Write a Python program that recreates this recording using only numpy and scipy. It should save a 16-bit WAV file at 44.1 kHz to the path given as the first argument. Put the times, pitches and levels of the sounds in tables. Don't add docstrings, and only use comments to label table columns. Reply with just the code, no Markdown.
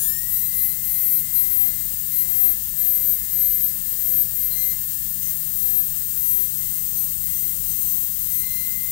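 import sys
import numpy as np
from scipy.fft import rfft, irfft, next_fast_len
from scipy.io import wavfile
from scipy.ndimage import map_coordinates

SR = 44100
rng = np.random.default_rng(int(sys.argv[2]) if len(sys.argv) > 2 else 0)


def bounce(signal):
    frames = np.transpose(np.atleast_2d(signal))
    limited = np.clip(frames, -1, 1)
    pcm = np.round(limited * 32767).astype(np.int16)
    wavfile.write(sys.argv[1], SR, pcm)


N = 392931
TIME_S = np.arange(N) / SR

# start_s [s], speed_hz [turns per second]
FREE_SPEED = [(0, 1661), (0.1, 1788), (0.18, 1863), (0.31, 1967), (0.43, 2004), (0.65, 2043), (1.1, 2049),
              (1.7, 2067), (2.3, 2060), (3.1, 2070), (4.4, 2072), (4.8, 2078), (5.05, 2063), (5.85, 2070),
              (6.7, 2061), (8.9, 2054)]
# start_s [s], level_db [dB rms]
LOW_BEARING = [(0, -75), (.5, -63.5), (1.5, -62), (2.2, -61.5), (4, -60.5), (6, -62.5), (7, -69),
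               (7.6, -71.5), (8.9, -68)]
# start_s [s], exhaust_rush_db [dB], nozzle_fizz_db [dB]
AIR_SWELL = [(0, 0.5, 1.5), (.2, -1.1, -.8), (1.2, -1, -.4), (2.6, -.8, -1.1), (5.05, -1, -1),
             (5.3, -.9, 0), (7.9, -1.03, 0), (8.9, -1, 0)]
# pitch_hz [Hz], relative_level_db [dB per Hz]
RUSH_SPECTRUM = [(200, -21), (700, -30), (1300, -23), (2000, -17.5), (3000, -15.5), (4000, -12),
                 (5800, -11.5), (7000, -5), (8000, -3.5), (9300, 2), (9900, -4.5), (10600, -15),
                 (12000, -38), (16000, -48)]
# pitch_hz [Hz], relative_level_db [dB per Hz]
FIZZ_SPECTRUM = [(9000, -72), (10700, -19), (10950, -10.5), (11400, -11), (12050, -7.5), (12500, 0),
                 (14000, 1.5), (15900, 2), (16500, -40)]
# pitch_hz [Hz], relative_level_db [dB per Hz]
RUMBLE_SPECTRUM = [(10, -37), (20, -32), (33, 1.5), (55, 1), (70, -5.5), (110, -3.5), (160, -6), (215, -7),
                   (240, -14), (280, -14.5), (340, -25), (500, -31), (800, -45), (3000, -80)]
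# pitch_hz [Hz], width_hz [Hz], level_db [dB]
CAVITY_PEAKS = [(798, 130, 5), (2263, 184, -11.5), (2570, 220, -5.5), (2800, 114, 4), (2850, 77, 1),
                (3387, 104, -6.5), (3450, 66, 3), (4320, 100, -4), (6850, 150, -0.5), (6980, 290, -3.5),
                (7410, 340, 2.5), (10770, 220, -3.5), (11580, 170, 7), (12900, 180, 3), (13400, 170, 4),
                (13940, 240, 0.5), (14200, 300, -0.5), (15640, 320, 3)]
# pitch_hz [Hz], level_db [dB rms]
ROOM_HUM = [(33.5, -59), (44.3, -53.5), (103, -63), (141, -63.5), (153.2, -53.5), (218, -61.5)]
# pitch_hz [Hz], level_db [dB rms]
AIR_WHISTLES = [(9894, -70), (11527, -53.5), (11883, -50)]
# start_s [s], length_s [s],
# hardest_bite [0-1 of the length], speed_sag_hz [Hz], order_6_squeal_db [dB], order_7_squeal_db [dB],
# imbalance_whine_db [dB], bearing_whine_db [dB]
BUR_STROKES = [(0.258, 0.35, 0.27, 1.05, -26.5, -29.0, -52, -62.0),
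               (0.486, 0.2, 0.8, 5.5, -23.5, -28.5, -50, -55),
               (0.804, 0.38, 0.9, 5.4, -22.5, -25.5, -52, -60),
               (1.29, 0.18, 0.6, 9.2, -21.5, -25.5, -51.5, -62.0),
               (1.452, 0.22, 0.75, 11.7, -20.5, -23.0, -53, -60),
               (1.679, 0.212, 0.56, 2.2, -33.5, -37.0, -65, -58),
               (2.08, 0.14, 0.84, 17.7, -22, -26.5, -53, -54),
               (2.241, 0.26, 0.8, 2.3, -19.0, -23.0, -53.5, -54),
               (2.74, 0.3, 0.5, 3.1, -21.5, -28.5, -54.0, -57),
               (2.946, 0.18, 0.88, 2.7, -22.5, -24.5, -56.0, -54.5),
               (3.281, 0.29, 0.65, 4.4, -20.5, -32, -53, -58),
               (3.487, 0.19, 0.83, 1.0, -24.0, -30.0, -58, -57.5),
               (3.818, 0.12, 0.6, 11, -31, -32.5, -61, -62.0),
               (3.938, 0.27, 0.96, 7.1, -21.5, -24.5, -56, -55.0),
               (4.31, 0.23, 0.6, 8.6, -25.5, -34.0, -56.5, -61),
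               (4.516, 0.18, 0.9, 14.5, -22.5, -38.5, -48, -46.5),
               (5.179, 0.11, 0.99, 7.0, -34, -31.5, -54.5, -43.5),
               (5.511, 0.29, 0.8, 15.0, -21, -36, -61, -53.5),
               (5.91, 0.09, 0.2, 18.0, -38.0, -32.0, -59, -52.0),
               (6.13, 0.3, 0.8, 18.0, -21.5, -37, -59.5, -49),
               (6.55, 0.25, 0.94, 10.0, -39, -36.0, -57.5, -51.5),
               (6.92, 0.12, 0.7, 24, -26, -36.5, -70.5, -45),
               (7.177, 0.31, 0.91, 10.0, -31, -31.0, -57, -50),
               (7.61, 0.43, 0.74, 5.9, -30.5, -29.0, -60.0, -47),
               (8.15, 0.11, 0.64, 9.7, -33, -43.5, -59.5, -51),
               (8.272, 0.13, 0.7, 11.7, -24.5, -37.5, -54.5, -44.5),
               (8.376, 0.48, 0.58, 1.07, -39, -46.0, -47.5, -52)]
# start_s [s], imbalance_db [dB], bearings_db [dB]
IDLE_WHINE = [(0, -56, -55), (.3, -56.5, -55.5), (1.78, -52.5, -56.5), (1.9, -63, -65), (2.65, -63.5, -63),
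              (3.2, -56.5, -58), (3.8, -62, -71), (5.1, -63.5, -64), (6.2, -65, -52), (8.9, -63, -54)]
# pitch_hz [Hz], width_hz [Hz], level_db [dB rms]
HANDPIECE_RESONANCES = [(1910, 300, -48.5), (3480, 130, -50.5), (5480, 350, -47.5), (6900, 640, -38.5),
                        (7410, 83, -37.5), (8700, 640, -35), (9350, 400, -41), (10150, 310, -28),
                        (10800, 900, -41), (12440, 540, -24.5), (13900, 700, -29), (15000, 400, -35)]
# start_s [s], length_s [s], level_db [dB]
SECOND_ORDER_BURSTS = [(.32, 0.14, -53), (0.568, .05, -48), (0.678, 0.046, -49), (0.868, 0.12, -55),
                       (1.135, 0.058, -49.5), (1.34, 0.075, -51), (1.64, 0.064, -53), (2.112, 0.11, -52),
                       (2.423, .08, -54), (2.777, 0.12, -55.5), (3.412, 0.054, -54), (4.489, .15, -47),
                       (4.67, .05, -48), (8.37, 0.296, -50.5)]
# start_s [s], order_4_db [dB over the bearing whine],
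# order_5_db [dB over the mean of imbalance and order 6 squeal]
OVERTONE_DRIFT = [(0, 8, -1), (1.3, 11, -3), (2.5, 3, -7.5), (4.1, 5, -11), (4.6, -1, -14), (5.25, -6, -8),
                  (5.7, 6.5, -10), (7.3, 8.5, -3), (8.3, 4, -8), (8.9, 2, -13)]

BITE_S, LIFT_S = 0.07, 0.068
WHINE_LIFT_S = 0.13
RECOVERY = 0.5
SECOND_DB = -60.5
ARCH_DB = 3
SLOPE_DB = 10.5
SPIN_UP_S, SETTLE_S = 0.25, 0.07
CUT_RUSH_DB, CUT_FIZZ_DB = 0.5, 0.45
BURST_EDGE_S = 0.032
TOP_HZ = 15770


def amp(db):
    return 10 ** (np.asarray(db) / 20)


def unit(x):
    return x / np.sqrt(np.mean(x ** 2) + 1e-20)


def along(points, hz):
    point_hz, values = np.transpose(points)
    return np.interp(np.log(hz + 1), np.log(point_hz + 1), values)


def curves(rows):
    times, *columns = np.transpose(rows)
    return [np.interp(TIME_S, times, column) for column in columns]


def wobble(rate):
    coarse = np.arange(0, N, 8)
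    knots = rng.standard_normal(int(N * rate / SR) + 4)
    curve = map_coordinates(knots, [coarse * rate / SR])
    return np.interp(np.arange(N), coarse, curve)


def filtered(x, response):
    size = next_fast_len(N + SR // 2)
    spectrum = rfft(x, size) * response(np.fft.rfftfreq(size, 1 / SR))
    return irfft(spectrum, size)[..., :N]


def noise(colour):
    return unit(filtered(rng.standard_normal(N), lambda hz: amp(colour(hz))))


def tone(angle, rough, flutter_rate):
    phase = angle + rng.uniform(0, 2 * np.pi)
    in_phase = (1 + rough * wobble(flutter_rate)) * np.sin(phase)
    quadrature = rough * wobble(flutter_rate) * np.cos(phase)
    return unit(in_phase + quadrature)


def steady(lines, rough, flutter_rate):
    return sum(amp(db) * tone(2 * np.pi * hz * TIME_S, rough, flutter_rate) for hz, db in lines)


def ease(u):
    return np.sin(np.pi / 2 * np.clip(u, 0, 1)) ** 2


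def bell(hz, centre, width):
    return 2 ** -((2 * (hz - centre) / width) ** 2)


def shaft():
    free_hz, = curves(FREE_SPEED)
    recovering = lambda progress, _: 1 - RECOVERY * np.minimum(progress, 1)
    sag_hz = pressing([row[3] for row in BUR_STROKES], LIFT_S, recovering)
    slow_tremble_hz = 1.43 * wobble(14)
    return (free_hz - sag_hz + slow_tremble_hz) * (1 + 0.00054 * wobble(45))


def rotor(speed_hz, angle):
    *_, sixth_db, _, imbalance_db, bearings_db = np.transpose(BUR_STROKES)
    idle_imbalance, idle_bearings = amp(curves(IDLE_WHINE))
    fourth_gain, fifth_gain = amp(curves(OVERTONE_DRIFT))
    arch = lambda progress, _: amp(ARCH_DB * (1 / 3 - (2 * np.minimum(progress, 1) - 1) ** 2))

    imbalance = np.maximum(idle_imbalance, pressing(amp(imbalance_db), WHINE_LIFT_S))
    bearings = np.maximum(idle_bearings, pressing(amp(bearings_db), LIFT_S, arch))
    loaded_second = amp(SECOND_DB) * pressing(np.ones(len(BUR_STROKES)), WHINE_LIFT_S)
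    second = np.maximum(loaded_second, bursts())
    fifth = fifth_gain * pressing(amp((imbalance_db + sixth_db) / 2), WHINE_LIFT_S)

    fundamental = np.hypot(imbalance, flare(speed_hz)) * amp(wobble(16))
    whine = fundamental * tone(angle, rough=0.11, flutter_rate=50)
    for order, size in enumerate([second, bearings, fourth_gain * bearings, fifth], 2):
        flicker = unit(amp(1.56 * wobble(24)))
        level = np.hypot(size * flicker, flare(order * speed_hz))
        whine += level * tone(order * angle, rough=0.18, flutter_rate=76)

    low_bearing_db, = curves(LOW_BEARING)
    return whine + amp(low_bearing_db) * tone(0.8517 * angle, rough=0.12, flutter_rate=30)


def flare(hz):
    ringing = ease(1 - (TIME_S - SPIN_UP_S) / SETTLE_S)
    early, size = ringing > 0, np.zeros(N)
    size[early] = sum(amp(db) * bell(hz[early], centre, width) for centre, width, db in HANDPIECE_RESONANCES)
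    return ringing * size


def bur(speed_hz, angle):
    *_, sixth_db, seventh_db, _, _ = np.transpose(BUR_STROKES)
    bite = lambda progress, hardest: amp(-SLOPE_DB * np.abs(progress - hardest))
    sizes = []
    for stroke_db in (sixth_db, seventh_db):
        size = np.maximum(amp(-47), pressing(amp(stroke_db), LIFT_S, bite))
        sizes.append(size * amp(1.17 * wobble(28) - 0.2))
    sizes.append(0)

    squeal = np.zeros(N)
    for order, size in enumerate(sizes, 6):
        chatter = amp(0.6 * wobble(420))
        partial = unit(chatter * tone(order * angle, rough=0.06, flutter_rate=73))
        squeal += np.hypot(size, flare(order * speed_hz)) * partial
    return squeal


def air():
    rush_db, fizz_db = curves(AIR_SWELL)
    cutting = pressing(np.ones(len(BUR_STROKES)), LIFT_S)
    rush_gain = amp(rush_db + CUT_RUSH_DB * cutting - 36.5 + 0.43 * wobble(40))
    fizz_gain = amp(fizz_db + CUT_FIZZ_DB * cutting - 27.5 + 0.56 * wobble(60))
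    rush = rush_gain * noise(lambda hz: along(RUSH_SPECTRUM, hz) + cavity(hz))
    fizz = fizz_gain * noise(lambda hz: along(FIZZ_SPECTRUM, hz) + cavity(hz))
    return rush + fizz + steady(AIR_WHISTLES, rough=0.78, flutter_rate=30)


def cavity(hz):
    return sum(db * bell(hz, centre, width) for centre, width, db in CAVITY_PEAKS)


def room():
    rumble = amp(-47.5) * noise(lambda hz: along(RUMBLE_SPECTRUM, hz))
    return steady(ROOM_HUM, rough=0.35, flutter_rate=5) + rumble


def pressing(sizes, lift_s, contour=lambda progress, hardest: 1):
    total = np.zeros(N)
    for (start, length, hardest, *_), size in zip(BUR_STROKES, sizes):
        span = slice(*np.searchsorted(TIME_S, [start, start + length + lift_s]))
        age = TIME_S[span] - start
        bite_and_lift = ease(age / BITE_S) * ease(1 - (age - length) / lift_s)
        shape = bite_and_lift * contour(age / length, hardest)
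        total[span] = np.maximum(total[span], size * shape)
    return total


def bursts():
    total = np.zeros(N)
    for start, length, db in SECOND_ORDER_BURSTS:
        whole_s = length + BURST_EDGE_S
        span = slice(*np.searchsorted(TIME_S, [start, start + whole_s]))
        age = TIME_S[span] - start
        total[span] += amp(db) * ease(np.minimum(age, whole_s - age) / BURST_EDGE_S)
    return total


def scene():
    speed_hz = shaft()
    angle = 2 * np.pi * np.cumsum(speed_hz) / SR
    microphone = rotor(speed_hz, angle) + bur(speed_hz, angle) + air() + room()
    return np.array([amp(6) * microphone, amp(-66) * microphone])


def record(dry):
    return filtered(dry, lambda hz: hz < TOP_HZ)


dry = scene()
out = record(dry)
bounce(out)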